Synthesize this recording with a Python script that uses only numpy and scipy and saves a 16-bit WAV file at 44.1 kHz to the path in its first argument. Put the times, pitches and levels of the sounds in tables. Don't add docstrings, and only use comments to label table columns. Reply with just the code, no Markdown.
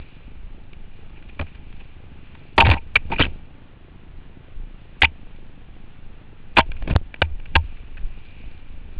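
import sys
import numpy as np
from scipy import signal
from scipy.fft import rfft, irfft
from scipy.io import wavfile
from scipy.ndimage import uniform_filter1d

SR = 44100
rng = np.random.default_rng(int(sys.argv[2]) if len(sys.argv) > 2 else 0)


def generate_wav(sig):
    pcm = np.round(np.clip(np.atleast_2d(sig).T, -1, 1) * 32767).astype(np.int16)
    wavfile.write(sys.argv[1], SR, pcm)


def gain_from_db(level_db):
    decades = np.asarray(level_db, float) / 20
    return 10 ** decades


N = 396459
TIME = np.arange(N) / SR

# [f/Hz, width/Hz, level/dB]
CASE_MODES = [(1234, 780, -9), (1580, 230, 1.5), (1956, 140, -4), (2352, 241, -2), (2785, 510, -5.5),
              (3460, 590, -7.5), (4400, 230, -31.5)]
# [t/s, rumble level/dB, fade either side/ms, brush nearer by/dB]
BRANCH_SWEEPS = [(1.42, -57, 47, 1.5), (2.64, -32, 14.4, 16), (3.131, -35.5, 26, 2.5), (3.22, -37, 70, 15),
                 (6.85, -42, 27, 4), (7.56, -26.5, 11, 15)]


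def unit(x):
    return x / np.sqrt(np.mean(x ** 2))


def ring(x, hz, width_hz):
    return signal.lfilter(*signal.iirpeak(hz, hz / width_hz, fs=SR), x)


def ring_case(x):
    return sum(gain_from_db(db) * ring(x, hz, width_hz) for hz, width_hz, db in CASE_MODES)


def coloured(shape):
    hz, db = np.transpose(shape)
    bins = np.arange(N // 2 + 1) * SR / N + 1
    gain = gain_from_db(np.interp(np.log(bins), np.log(hz), db))
    return unit(irfft(rfft(rng.standard_normal(N)) * gain, N))


def walk(rate):
    k = int(SR / rate)
    steps = np.repeat(rng.standard_normal(N // k + 1), k)
    return unit(uniform_filter1d(uniform_filter1d(steps, k), k)[:N])


def crest(s, ms):
    return np.exp(-np.abs(TIME - s) * 1000 / ms)


def loudest(x, db, size):
    return x * gain_from_db(db) / np.sqrt(uniform_filter1d(x ** 2, size).max())


def add(out, s, x):
    i = int(s * SR)
    out[i:i + len(x)] += x[:N - i]


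def contacts():
    # [t/s, case level/dB, contact/ms, f/Hz]
    flicks = [(1.392, -30.5, 1.9, 2400), (2.7722, -34.5, 13, 2400), (2.9542, -17.5, 2.2, 2400),
              (2.956, -3, 4.5, 2400), (2.9628, -8.5, 3.2, 2420), (3.116, -24, 8.2, 2400),
              (3.133, -25, 7, 2500), (3.159, -26, 6.7, 2330), (3.1829, -21.5, 11.5, 2620),
              (3.2228, -11, 4.4, 3010), (3.234, -20, 4, 2920), (3.2405, -23, 4.7, 2500),
              (3.2513, -24.5, 3.3, 2490), (3.262, -34.5, 3.5, 2400), (5.018, -6, 4.3, 1969),
              (5.0193, -3.5, 4, 2930), (5.0413, -6.5, 6.7, 2274), (5.0499, -11, 4.1, 2790),
              (5.056, -37, 3, 2500), (6.5613, -34, 4.1, 2200), (6.6062, -20, 4, 2900),
              (6.91, -31.5, 7, 2600), (7.2189, -14.5, 5.1, 1635), (7.969, -46, 16, 1730),
              (7.554, -14.5, 5.7, 1554)]
    # [t/s, case level/dB, contact/ms, shell level/dB]
    whips = [(1.4112, -30.5, 3.4, -37), (1.5482, -46, 9, -57), (1.7993, -46, 15, -51.5),
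             (2.35, -45, 5, -47), (2.5787, -7.5, 6.6, -5.5), (2.583, -19.5, 12, -9), (2.6, -15, 2.1, -14),
             (2.603, -1.5, 7, -15), (2.611, -13, 5.5, -12.5), (2.622, -19.5, 0.94, -10),
             (2.6658, -15.5, 5.6, -18), (2.7, -12, 0.64, -17), (2.712, -11.5, 6, -17),
             (2.737, -44, 36, -26.5), (3.121, -37.5, 8.3, -19), (3.2062, -26.5, 7.8, -23),
             (6.96, -33, 0.57, -47), (5.0304, -10, 6, -14), (6.5672, -14, 2.6, -21.5),
             (6.5695, -6.5, 5.1, -12), (6.576, -12, 6, -12.5), (6.583, -6.5, 10.34, -3.5),
             (6.59, -13.5, 5.7, -16.5), (6.6014, -15, 5.6, -27), (6.8872, -41, 0.86, -54),
             (7.553, -9.5, 4.1, -18.5), (7.5577, -12.5, 6.5, -14)]
    # [t/s, case level/dB, contact/ms, knock level/dB]
    thuds = [(1.395, -25, 2.9, -24), (1.402, -47, 27, -29), (2.647, -19.5, 7, -39),
             (2.6516, -19.5, 8, -20.5), (2.66, -28.5, 88, -30), (2.664, -32.5, 1.3, -21),
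             (2.683, -23, 2.7, -25), (2.6891, -26, 4.3, -16), (2.7209, -23.5, 8.8, -22.5),
             (2.7347, -21.5, 8.9, -24), (2.967, -24, 5.5, -34), (3.1004, -45.5, 19, -28),
             (3.1182, -38, 3.7, -24.5), (3.126, -29.5, 22, -40.5), (3.1316, -40.5, 4.9, -28),
             (3.1945, -32.5, 1.6, -15.5), (3.1994, -15, 10.8, -11.5), (3.199, -27, 59, -29),
             (3.2107, -14.5, 6.5, -16), (3.2613, -42.5, 6.6, -29), (6.823, -42.5, 2.6, -34.5),
             (6.8744, -31, 4.7, -25), (6.877, -39, 61.6, -28), (6.8983, -31.5, 11, -29.5),
             (6.9066, -34.5, 8.4, -28), (6.934, -40, 1.9, -48), (6.9512, -31, 3.5, -27),
             (6.9612, -32.5, 1.3, -29.5), (7.2176, -10.5, 6.6, -12.5)]
    # [t/s, case level/dB, contact/ms]
    leaves = [(.3073, -56, 2.5), (0.7314, -41.5, 2.6), (1.159, -49, 23), (1.224, -46.5, 3.5),
              (1.2876, -43.5, 13), (1.4673, -46, 23), (1.726, -44.5, 1.9), (2.269, -52, 3.3),
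              (5.056, -47, 17), (6.613, -45, 18), (6.7165, -31, 2.8), (6.7648, -44, 9.6), (7.141, -27, 2.2),
              (7.1604, -45, 2.6), (7.228, -43.5, 28), (7.3967, -45.5, 5.1), (7.455, -39.5, 7.3),
              (7.769, -47, 4.9), (7.97, -41, 12), (8.4073, -52, 4.4)]
    rows = [(s, db, ms, hz, db - 32, db - 21) for s, db, ms, hz in flicks]
    rows += [(s, db, ms, 2500, db - 23, db - 10) for s, db, ms in leaves]
    rows += [(s, db, ms, 2600, shell_db, shell_db - 8) for s, db, ms, shell_db in whips]
    rows += [(s, db, ms, 2400, knock_db - 17, knock_db) for s, db, ms, knock_db in thuds]
    return rows


def twigs(rows):
    # [f/Hz, time to fall 60 dB/s, level/dB]
    shell_modes = [(909.7, 0.062, -1.5), (811, 0.043, -7), (653, 0.082, -15.5), (1017, 0.051, -14)]
    focus_hz, tail_ms = 1620.0, 1.0
    snap_db, snap_ms = 15, 0.66
    trail_db, trail_ms = -32, 17.0
    out, t_ms = np.zeros(N), np.arange(4096) / SR * 1000
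    noise = rng.standard_normal((len(rows), 3, len(t_ms)))
    for (s, case_db, ms, hz, shell_db, knock_db), (scrape, push, rub) in zip(rows, noise):
        touch = np.tanh(t_ms / 0.1) * np.exp(-np.maximum(t_ms - 0.97 * ms, 0) / tail_ms)
        touch = touch + gain_from_db(trail_db) * np.exp(-t_ms / trail_ms)

        broad = gain_from_db(.9 * np.clip(max(shell_db, knock_db) - case_db, -24, 0))
        width_hz = focus_hz * broad ** .5
        chatter = np.tanh(unit(ring(ring(scrape, hz, width_hz), hz, width_hz)))
        chatter = chatter + gain_from_db(8.5) * broad * scrape
        snap = gain_from_db(snap_db) * broad ** .5 * scrape * np.exp(-t_ms / snap_ms)
        force = chatter * touch + snap

        case = sum((-1) ** k * gain_from_db(db) * ring(force, f, w) for k, (f, w, db) in enumerate(CASE_MODES))
        blow = ring(push * touch, 880., 700.)
        shell = sum(gain_from_db(db) * ring(blow, f, np.log(1000) / np.pi / t60) for f, t60, db in shell_modes)
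        knock_hz = 80.0 + 255.0 / ms
        knock = ring(ring(rub * touch, knock_hz, 7.5 * knock_hz), knock_hz, 2.8 * knock_hz)

        add(out, s, loudest(case, case_db, size=90))
        add(out, s, loudest(shell, shell_db, size=130))
        add(out, s, loudest(knock, knock_db, size=300))
    return out


def mount():
    # [t/s, peak level/dB, f/Hz, time to fall 60 dB/s, direction of first swing (+1 or -1)]
    swings = [(1.401, -19, 81.2, 0.2, 1), (2.634, -9, 74.7, 0.41, 1), (2.677, -3.5, 99, 0.13, -1),
              (2.699, -7.5, 78, 0.23, 1), (2.968, -13, 77, 0.046, 1), (3.052, -27, 74, 0.23, 1),
              (3.112, -27.5, 77, 0.4, 1), (3.197, -20.5, 71, 0.47, 1), (5.029, -11.5, 73.3, 0.18, 1),
              (6.605, -17, 76, 0.1, 1), (6.696, -17, 43.9, 0.11, -1), (6.829, -26, 61, 0.12, -1),
              (6.893, -20, 55.3, 0.089, 1), (6.909, -0.5, 114, 0.016, -1), (6.925, -8.5, 59.6, 0.071, -1),
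              (6.955, -4.5, 70, 0.05, 1), (6.9586, 0, 79.7, 0.06, -1), (7.2244, -14, 77.3, 0.24, 1),
              (7.561, -6.5, 79.5, .2, -1), (4.564, -22.5, 26.3, 0.69, -1), (8.013, -23, 45.2, 0.11, -1),
              (8.039, -15.5, 29.5, 0.17, -1)]
    out, t = np.zeros(N), np.arange(SR // 2) / SR
    for s, db, hz, t60, sign in swings:
        fade = np.exp(-np.log(1000) * t / t60)
        add(out, s, np.sign(sign) * gain_from_db(db) * np.sin(2 * np.pi * hz * t) * fade)
    return out


def buffeting():
    # [t of the crest/s, level/dB, fade either side/ms]
    gusts = [(0, -26.5, 15), (.45, -33.5, 150), (.85, -35.5, 80), (1.1, -37, 150), (1.42, -37, 68),
             (1.75, -34, 110), (2.2, -44.5, 180), (2.6, -11, 10), (2.73, -26, 66), (3.05, -33, 120),
             (3.199, -28, 110), (3.29, -33, 55), (4.2, -36, 78), (4.58, -25, 23), (5.049, -42, 100),
             (5.28, -39, 47), (5.43, -38, 170), (5.83, -39, 80), (6.072, -33.5, 51), (6.55, -37, 180),
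             (6.712, -27.5, 80), (6.84, -26, 70), (6.98, -23.5, 40), (7.34, -22, 50), (7.56, -25, 75),
             (7.69, -32.5, 90), (8.049, -25, 108), (8.48, -31, 55), (8.75, -29, 82), (8.99, -24, 39)]
    calm_db = -44.5
    strength = gain_from_db(calm_db) + sum(gain_from_db(db) * crest(s, ms) for s, db, ms in gusts)
    buffet = coloured([(4, -18.5), (14, 9.5), (28, -5.5), (45, -11.5), (80, -17), (200, -98)])
    buffet = buffet / np.sqrt(uniform_filter1d(buffet ** 2, size=3500))
    return strength * buffet


def throb():
    # [t/s, beats per second/Hz]
    pace = [(0.0, 24.4), (0.25, 26.5), (0.37, 26.7), (2.78, 26.7), (3.13, 26.1), (3.46, 26.7), (4.63, 26.7),
            (4.9, 27.1), (5.18, 26.1), (5.46, 26.2), (5.76, 26.7), (6.51, 26.7), (6.66, 26.4), (6.93, 24.3),
            (7.08, 24.2), (7.59, 24.2), (7.91, 26.7), (8.99, 26.7)]
    jitter, scatter_db, puff_db = .04, 1.0, -3
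    turns = np.cumsum(np.interp(TIME, *np.transpose(pace))) / SR
    starts = np.flatnonzero(np.diff(np.floor(turns))) / SR
    out, t = np.zeros(N), np.arange(1024) / SR
    chance = rng.standard_normal((len(starts), 3))
    noise = rng.standard_normal((len(starts), len(t)))
    for s, (late, size, wide), n in zip(starts, chance, noise):
        u = (t - .008) / (0.0021 * gain_from_db(1.2 * wide))
        push = (1 - u ** 2) * np.exp(-u ** 2 / 2)
        puff = unit(ring(ring(n, 200.0, 170.0), 190.0, 250.0)) * np.exp(-((t - .008) / .004) ** 2)
        beat = gain_from_db(scatter_db * size) * (push + gain_from_db(puff_db) * puff)
        add(out, max(s + late * jitter / 26, 0), beat)
    return unit(out)


def rumble():
    # [f/Hz, level per Hz/dB]
    wind_shape = [(24, -38), (40, -1.5), (49, -1.5), (80, 4.5), (145, -3.5), (760, -22), (822, -18.5),
                  (900, -19.5), (1170, -61.5), (1980, -120)]
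    strength = gain_from_db(-48 + 0.4 * walk(17))
    strength = strength + sum(gain_from_db(db) * crest(s, ms) for s, db, ms, _ in BRANCH_SWEEPS)
    wind = gain_from_db(0.77 * walk(14)) * coloured(wind_shape)
    return strength * (wind + gain_from_db(-3.5) * throb())


def brush():
    # [f/Hz, level per Hz/dB]
    hiss_shape = [(290, -31.5), (500, -12), (576, -11), (764, 0), (823, -4.5), (1070, -1), (1750, -2),
                  (1990, -3), (2450, -6.5), (2820, -4), (3600, -9.5), (4740, -29.5), (6160, -65.5),
                  (10400, -120)]
    # [t/s, level/dB]
    nearness = [(0, -53.5), (.4, -58.5), (1.3, -56.5), (1.75, -54.5), (2.08, -58.5), (2.25, -55.5),
                (3.3, -58), (3.65, -60.5), (4.5, -59), (5.1, -58), (6.3, -59.5), (6.7, -56), (7.1, -58.5),
                (7.72, -55), (8.15, -55.5), (8.42, -53.5), (8.7, -56), (8.99, -56)]
    near_db = np.interp(TIME, *np.transpose(nearness)) + walk(8) / 2
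    near_db = near_db + sum(db * crest(s, ms) for s, _, ms, db in BRANCH_SWEEPS)

    ticks = (rng.random(N) < 60 / SR) * gain_from_db(3.5 * np.minimum(rng.exponential(size=N), 2))
    ticks = signal.lfilter([1], [1, -.99], ticks) * rng.standard_normal(N)
    ticks = unit(ring(ring_case(ticks), 2500., 1700.0))

    rustle = unit(ring(ring_case(rng.standard_normal(N)), 2520, 650))
    rustle = unit(ring(rustle, 2600, 1300))

    hiss = gain_from_db(-59.5) * coloured(hiss_shape) * gain_from_db(0.81 * walk(17))
    swell = gain_from_db(1.84 * (near_db + 56.5))
    return hiss + swell * (gain_from_db(-70) * ticks + gain_from_db(-61.0) * rustle)


def scene():
    return (twigs(contacts()) + mount() + buffeting() + rumble() + brush())[None]


def roll_off(x):
    return signal.sosfilt(signal.butter(12, 10300, fs=SR, output="sos"), x)


def record(dry):
    # [start t/s, end t/s, level of hiss left/dB]
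    gaps = [(6.6915, 6.697, -30), (6.9395, 6.953, -3), (7.0095, 7.014, -25)]
    hiss = ring(ring(dry, 1280.0, 3500.), 1260.0, 3700.0)
    x = dry
    for start, end, hiss_db in gaps:
        gap = uniform_filter1d(1. * ((TIME > start) & (TIME < end)), size=40)
        x = (1 - gap) * x + gap * gain_from_db(hiss_db) * hiss

    fold_s, fold_ms, fold_level, splinter_db = 6.9622, .4, .1, -22
    fold = (TIME > fold_s) & (TIME < fold_s + fold_ms / 1000)
    x = np.where(fold, fold_level, np.clip(x, -.61, .61))
    x = signal.sosfilt(signal.cheby1(10, .3, 4700, fs=SR, output="sos"), x)
    x = x + gain_from_db(splinter_db) * fold
    clipped = np.clip(x, -.7, .7)

    haze = rng.standard_normal(N) * np.sqrt(np.abs(uniform_filter1d((x - clipped) ** 2, size=1500)))
    lowpass = signal.ellip(8, .2, 60, 10100, fs=SR, output="sos")
    return roll_off(signal.sosfilt(lowpass, clipped + gain_from_db(-11.0) * haze))


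dry = scene()
out = record(dry)
generate_wav(out)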